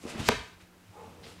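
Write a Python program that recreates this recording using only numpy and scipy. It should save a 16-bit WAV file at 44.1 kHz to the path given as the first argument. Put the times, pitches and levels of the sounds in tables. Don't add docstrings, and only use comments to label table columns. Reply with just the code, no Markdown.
import sys
import numpy as np
from scipy import signal
from scipy.fft import rfft, irfft
from scipy.io import wavfile

SR = 44100
rng = np.random.default_rng(int(sys.argv[2]) if len(sys.argv) > 2 else 0)


def wrap_up_sound(samples):
    columns = np.atleast_2d(samples).T
    tamed = np.clip(columns, -1, 1)
    steps = np.round(tamed * 32767).astype(np.int16)
    wavfile.write(sys.argv[1], SR, steps)


N = 61739
TIME = np.arange(N) / SR

# centre_s, level_db, length_ms, suction_share (of the push)
TIP_SHOCKS = [(0.2875, -9, 0.19, 0.044), (0.2888, -3.6, .42, 1.0)]
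# pitch_hz, level_db, ring_s
TIP_FIZZ = (10400, -16, 0.0016)
# peak_s, level_db, width_ms
CLOTH_JERK = (.2923, -9, 0.2)
# pitch_hz, level_db, ring_s
SHUDDER_TONES = [(125, -33.5, 0.12), (250, -19.5, 0.055), (410, -11.5, 0.027), (780, -12.5, 0.009),
                 (1400, -24, 0.012)]

def crack(edge_ms=0.04):
    out = np.zeros(N)
    for centre_s, db, length_ms, suction in TIP_SHOCKS:
        ms = (np.arange(N) - round(centre_s * SR)) / SR * 1000
        pulse = np.exp(-np.abs(ms) / (length_ms / 2)) * np.tanh(np.abs(ms) / (edge_ms / 2))
        out += from_db(db) * pulse / pulse.max() * np.where(ms < 0, 1, -suction)
        out += ring(centre_s, *TIP_FIZZ)
    jerk_s, db, width_ms = CLOTH_JERK
    out -= from_db(db) * np.exp(-np.abs(TIME - jerk_s) * 1000 / width_ms)
    return out + sum(ring(jerk_s, *tone, sharp_share=0.3) for tone in SHUDDER_TONES)


# pitch_hz, level_db
SWISH_COLOUR = [(200, 8), (900, -5.5), (2500, 2.5), (5000, 0), (8000, -4.5), (11000, -17.5), (16000, -27)]

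def swish(peak_s=0.2878, peak_db=-30.5, rise_db_per_s=294, fall_db_per_s=1500):
    drop_db = np.maximum((peak_s - TIME) * rise_db_per_s, (TIME - peak_s) * fall_db_per_s)
    return noise(SWISH_COLOUR) * from_db(peak_db - drop_db)


# start_s, level_db, pitch_hz
FOLD_FLAPS = [(.039, -34.5, 314), (0.0528, -27.5, 293), (0.0619, -32, 400), (.149, -34.5, 307),
              (.157, -33.5, 267), (.192, -30, 121), (0.202, -26.5, 250), (0.228, -39, 154)]
# peak_s, level_db, rise_s, fall_s
COAT_SWINGS = [(0.069, -44, 0.062, 0.12), (.19, -42, 0.11, 0.2), (1.08, -53.5, 0.14, 0.22),
               (1.275, -52, .17, 0.18)]
# pitch_hz, level_db
SWING_COLOUR = [(60, -10), (110, -3.5), (190, 0), (330, -6), (470, -4.5), (700, -8), (1300, -13),
                (4000, -89)]

def coat(flap_cycles=0.84):
    out = noise(SWING_COLOUR) * sum(swell(*swing) for swing in COAT_SWINGS)
    for start_s, db, hz in FOLD_FLAPS:
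        cycles = np.maximum(TIME - start_s, 0) * hz
        age = 2 * cycles / flap_cycles
        out += from_db(db) * age * np.exp(1 - age) * np.sin(2 * np.pi * cycles)
    return out


# peak_s, level_db, rise_s, fall_s, tilt_db_per_octave, top_hz
SLEEVE_RUBS = [(.035, -53.5, 0.083, 0.056, 1.5, 12000), (.1, -41, 0.059, 0.077, -1, 10500),
               (0.154, -42.5, 0.046, 0.051, -6, 4900), (0.203, -39.5, 0.058, 0.086, -3, 15200),
               (.612, -56.5, 0.027, 0.055, -1.5, 12000), (1.032, -62, 0.59, 1, -1, 14300),
               (1.285, -54, 0.08, 0.13, 1.5, 12000), (1.395, -56, 0.039, 0.084, -4.5, 9000)]
# pitch_hz, level_db
RUB_COLOUR = [(200, -22), (600, -14.5), (1200, -9), (2600, -2.5), (4500, -8), (8000, -10), (11000, -14.5),
              (16000, -28)]
# peak_s, level_db, rise_s, fall_s, hold_s
SLEEVE_SCRAPE = (1.238, -51, .013, .11, .016)
# pitch_hz, level_db
SCRAPE_COLOUR = [(500, -13), (1300, -5), (2000, 0), (2800, -3), (3600, -.5), (5200, -1.5), (6300, -13),
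                 (12000, -25)]

def rustle(grain_db=1.2, grain_hz=352):
    grain = rms_one(from_db(grain_db * wobble(grain_hz)))
    rubs = sum(swell(*shape) * filtered(noise(RUB_COLOUR, tilt), top_hz, "low")
               for *shape, tilt, top_hz in SLEEVE_RUBS)
    scrape = swell(*SLEEVE_SCRAPE) * noise(SCRAPE_COLOUR)
    return grain * (rubs + scrape)


# peak_s, level_db, rise_s, fall_s, hold_s
UPWARD_WHOOSH = (.968, -53, .055, .12, .055)
# pitch_hz, level_db
WHOOSH_COLOUR = [(150, -18), (350, -2), (600, -1), (720, -5), (1000, 0), (1250, -3), (1550, -18),
                 (2400, -19), (4000, -40)]
# pitch_hz, width_hz, peak_s, level_db, rise_s, fall_s, hold_s
HOLLOW_TONES = [(845, 65, .966, -52, .05, .14, .04), (478, 45, .99, -50.5, .065, .06, .028),
                (479, 48, 1.24, -56, .25, .08, .05)]

def upswing():
    whoosh = noise(WHOOSH_COLOUR) * swell(*UPWARD_WHOOSH)
    return whoosh + sum(wandering_tone(hz, width) * swell(*shape) for hz, width, *shape in HOLLOW_TONES)


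# peak_s, level_db, fall_s, hold_s, pitch_hz
LOW_THUMPS = [(.87, -56, .05, .04, 96), (1.07, -59, .07, .01, 105), (1.2, -53.5, .04, .015, 98),
              (1.36, -56, .06, .015, 82)]

def thumps(rise_s=0.03, width_hz=26):
    return sum(wandering_tone(hz, width_hz) * swell(peak_s, db, rise_s, fall_s, hold_s)
               for peak_s, db, fall_s, hold_s, hz in LOW_THUMPS)


# peak_s, level_db, rise_s, fall_s
AIR_GUSTS = [(.205, -39, 0.035, 0.095), (.285, -43.5, 0.055, 0.11), (.395, -44, 0.14, 0.06),
             (.55, -59.5, 0.051, 0.039), (.635, -61, .035, 0.1)]
# pitch_hz, level_db
GUST_COLOUR = [(20, -15), (45, 2.5), (100, 2.5), (160, -10), (300, -30), (1000, -59)]

def draught():
    return noise(GUST_COLOUR) * sum(swell(*gust) for gust in AIR_GUSTS)


# pitch_hz, level_db
ROOM_COLOUR = [(80, -1), (250, 0), (450, -4.5), (650, -4), (900, -.5), (1200, -1), (2500, 2.8), (5000, 1),
               (9000, -4), (12000, -12), (16000, -26)]
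# pitch_hz, ring_s
ROOM_RING_TIMES = [(100, 0.416), (300, 0.35), (600, .38), (1200, 0.49), (2500, 0.49), (6000, 0.5),
                   (14000, 0.6)]

def room_tail(level_db=-10, gap_s=0.0017, build_s=0.019):
    edges_hz = np.geomspace(50, 17000, 15)
    white, tail = rng.standard_normal((2, N)), np.zeros(N)
    for k, (low, high) in enumerate(zip(edges_hz, edges_hz[1:])):
        hz = np.sqrt(low * high)
        fade = from_db(at_hz(ROOM_COLOUR, hz) - 60 * TIME / at_hz(ROOM_RING_TIMES, hz))
        tail += filtered(white[k % 2], [low, high], "band") * fade
    tail *= np.clip((TIME - gap_s) / build_s, 0, 1)
    return from_db(level_db) * tail / np.linalg.norm(tail)


# delay_s, level_db, spread_s
WALL_ECHOES = [(.0015, -20, 0.0011), (0.01, -16, 0.006), (0.033, -14, 0.0075)]
# delay_s, level_db
BASS_BOUNCES = [(.012, -13), (.026, -17)]

def room(sound, echo_top_hz=4500, bounce_top_hz=380):
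    tail, echoes = room_tail(), np.zeros(N)
    for delay_s, db, spread_s in WALL_ECHOES:
        cluster = rng.standard_normal(N) * np.exp(-((TIME - delay_s) / spread_s) ** 2)
        echoes += from_db(db) * cluster / np.linalg.norm(cluster)
    response = tail + filtered(echoes, echo_top_hz, "low")
    bounces = sum(from_db(db) * np.interp(TIME - delay_s, TIME, sound, left=0)
                  for delay_s, db in BASS_BOUNCES)
    return signal.fftconvolve(sound, response)[:N] + filtered(bounces, bounce_top_hz, "low")


# pitch_hz, level_db, waver_share
HUM_TONES = [(91.5, -65, 1), (179.7, -58.5, 0.3)]
# time_s, change_db
HUM_SWELL = [(0, -6), (.5, -6), (.56, 0), (.7, 0), (.8, -5), (.96, -5), (1.07, 0), (1.22, -1), (1.38, 2)]
# pitch_hz, level_db
HISS_COLOUR = [(25, -1), (70, -14.5), (300, -1.5), (600, -9), (1500, -10.5), (3000, -18.5), (8000, -24),
               (16000, -26.5)]

def hum_and_hiss(hiss_db=-60.5, waver_hz=10.1):
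    out = from_db(hiss_db) * noise(HISS_COLOUR)
    change_db = np.interp(TIME, *np.transpose(HUM_SWELL))
    for hz, db, waver_share in HUM_TONES:
        level_drift, phase_drift = waver_share * wobble(waver_hz, (2, N))
        phase = 2 * np.pi * hz * TIME
        tone = (1 + level_drift) * np.sin(phase) + phase_drift * np.cos(phase)
        out += from_db(db + change_db) * tone
    return out


def from_db(db):
    return 10 ** (np.asarray(db) / 20)


def rms_one(x):
    return x / np.sqrt(np.mean(x ** 2) + 1e-20)


def at_hz(table, hz):
    pitches, values = np.transpose(table)
    return np.interp(np.log(hz + 1), np.log(pitches), values)


def filtered(x, hz, kind):
    sections = signal.butter(2, np.minimum(hz, SR / 2 - 10), kind, fs=SR, output="sos")
    return signal.sosfilt(sections, x + 1e-18)


def noise(colour, tilt_db=0):
    hz = np.arange(N // 2 + 1) * SR / N
    gain = from_db(at_hz(colour, hz) + tilt_db * np.log2(hz + 20))
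    return rms_one(irfft(rfft(rng.standard_normal(N)) * gain, N))


def wobble(top_hz, shape=N):
    return rms_one(filtered(rng.standard_normal(shape), top_hz, "low"))


def swell(peak_s, db, rise_s, fall_s, hold_s=0):
    away = np.maximum((peak_s - TIME) / rise_s, (TIME - peak_s - hold_s) / fall_s)
    return from_db(db - 20 * np.maximum(0, away))


def wandering_tone(hz, width_hz, flutter_share=0.35):
    pitch, level = wobble(width_hz, (2, N))
    phase = 2 * np.pi * np.cumsum(hz + width_hz / 2 * pitch) / SR
    return rms_one((1 + flutter_share * level) * np.sin(phase))


def ring(start_s, hz, db, ring_s, sharp_share=0, slacken_s=0.0015):
    age = np.maximum(TIME - start_s, 0)
    lead_s = sharp_share * slacken_s * (1 - np.exp(-age / slacken_s))
    return from_db(db - 60 * age / ring_s) * np.sin(2 * np.pi * hz * (age + lead_s))


def scene(clothes_to_room_db=-1):
    whip = crack() + swish()
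    clothes = rustle() + coat() + upswing()
    echoes = room(whip + from_db(clothes_to_room_db) * clothes)
    return (whip + clothes + echoes + thumps() + draught() + hum_and_hiss())[None]


def record(dry, bass_cut_hz=22, treble_stop_hz=16900):
    treble_cut = signal.cheby2(12, 70, treble_stop_hz, fs=SR, output="sos")
    return signal.sosfilt(treble_cut, filtered(dry, bass_cut_hz, "high"))


dry = scene()
out = record(dry)
wrap_up_sound(out)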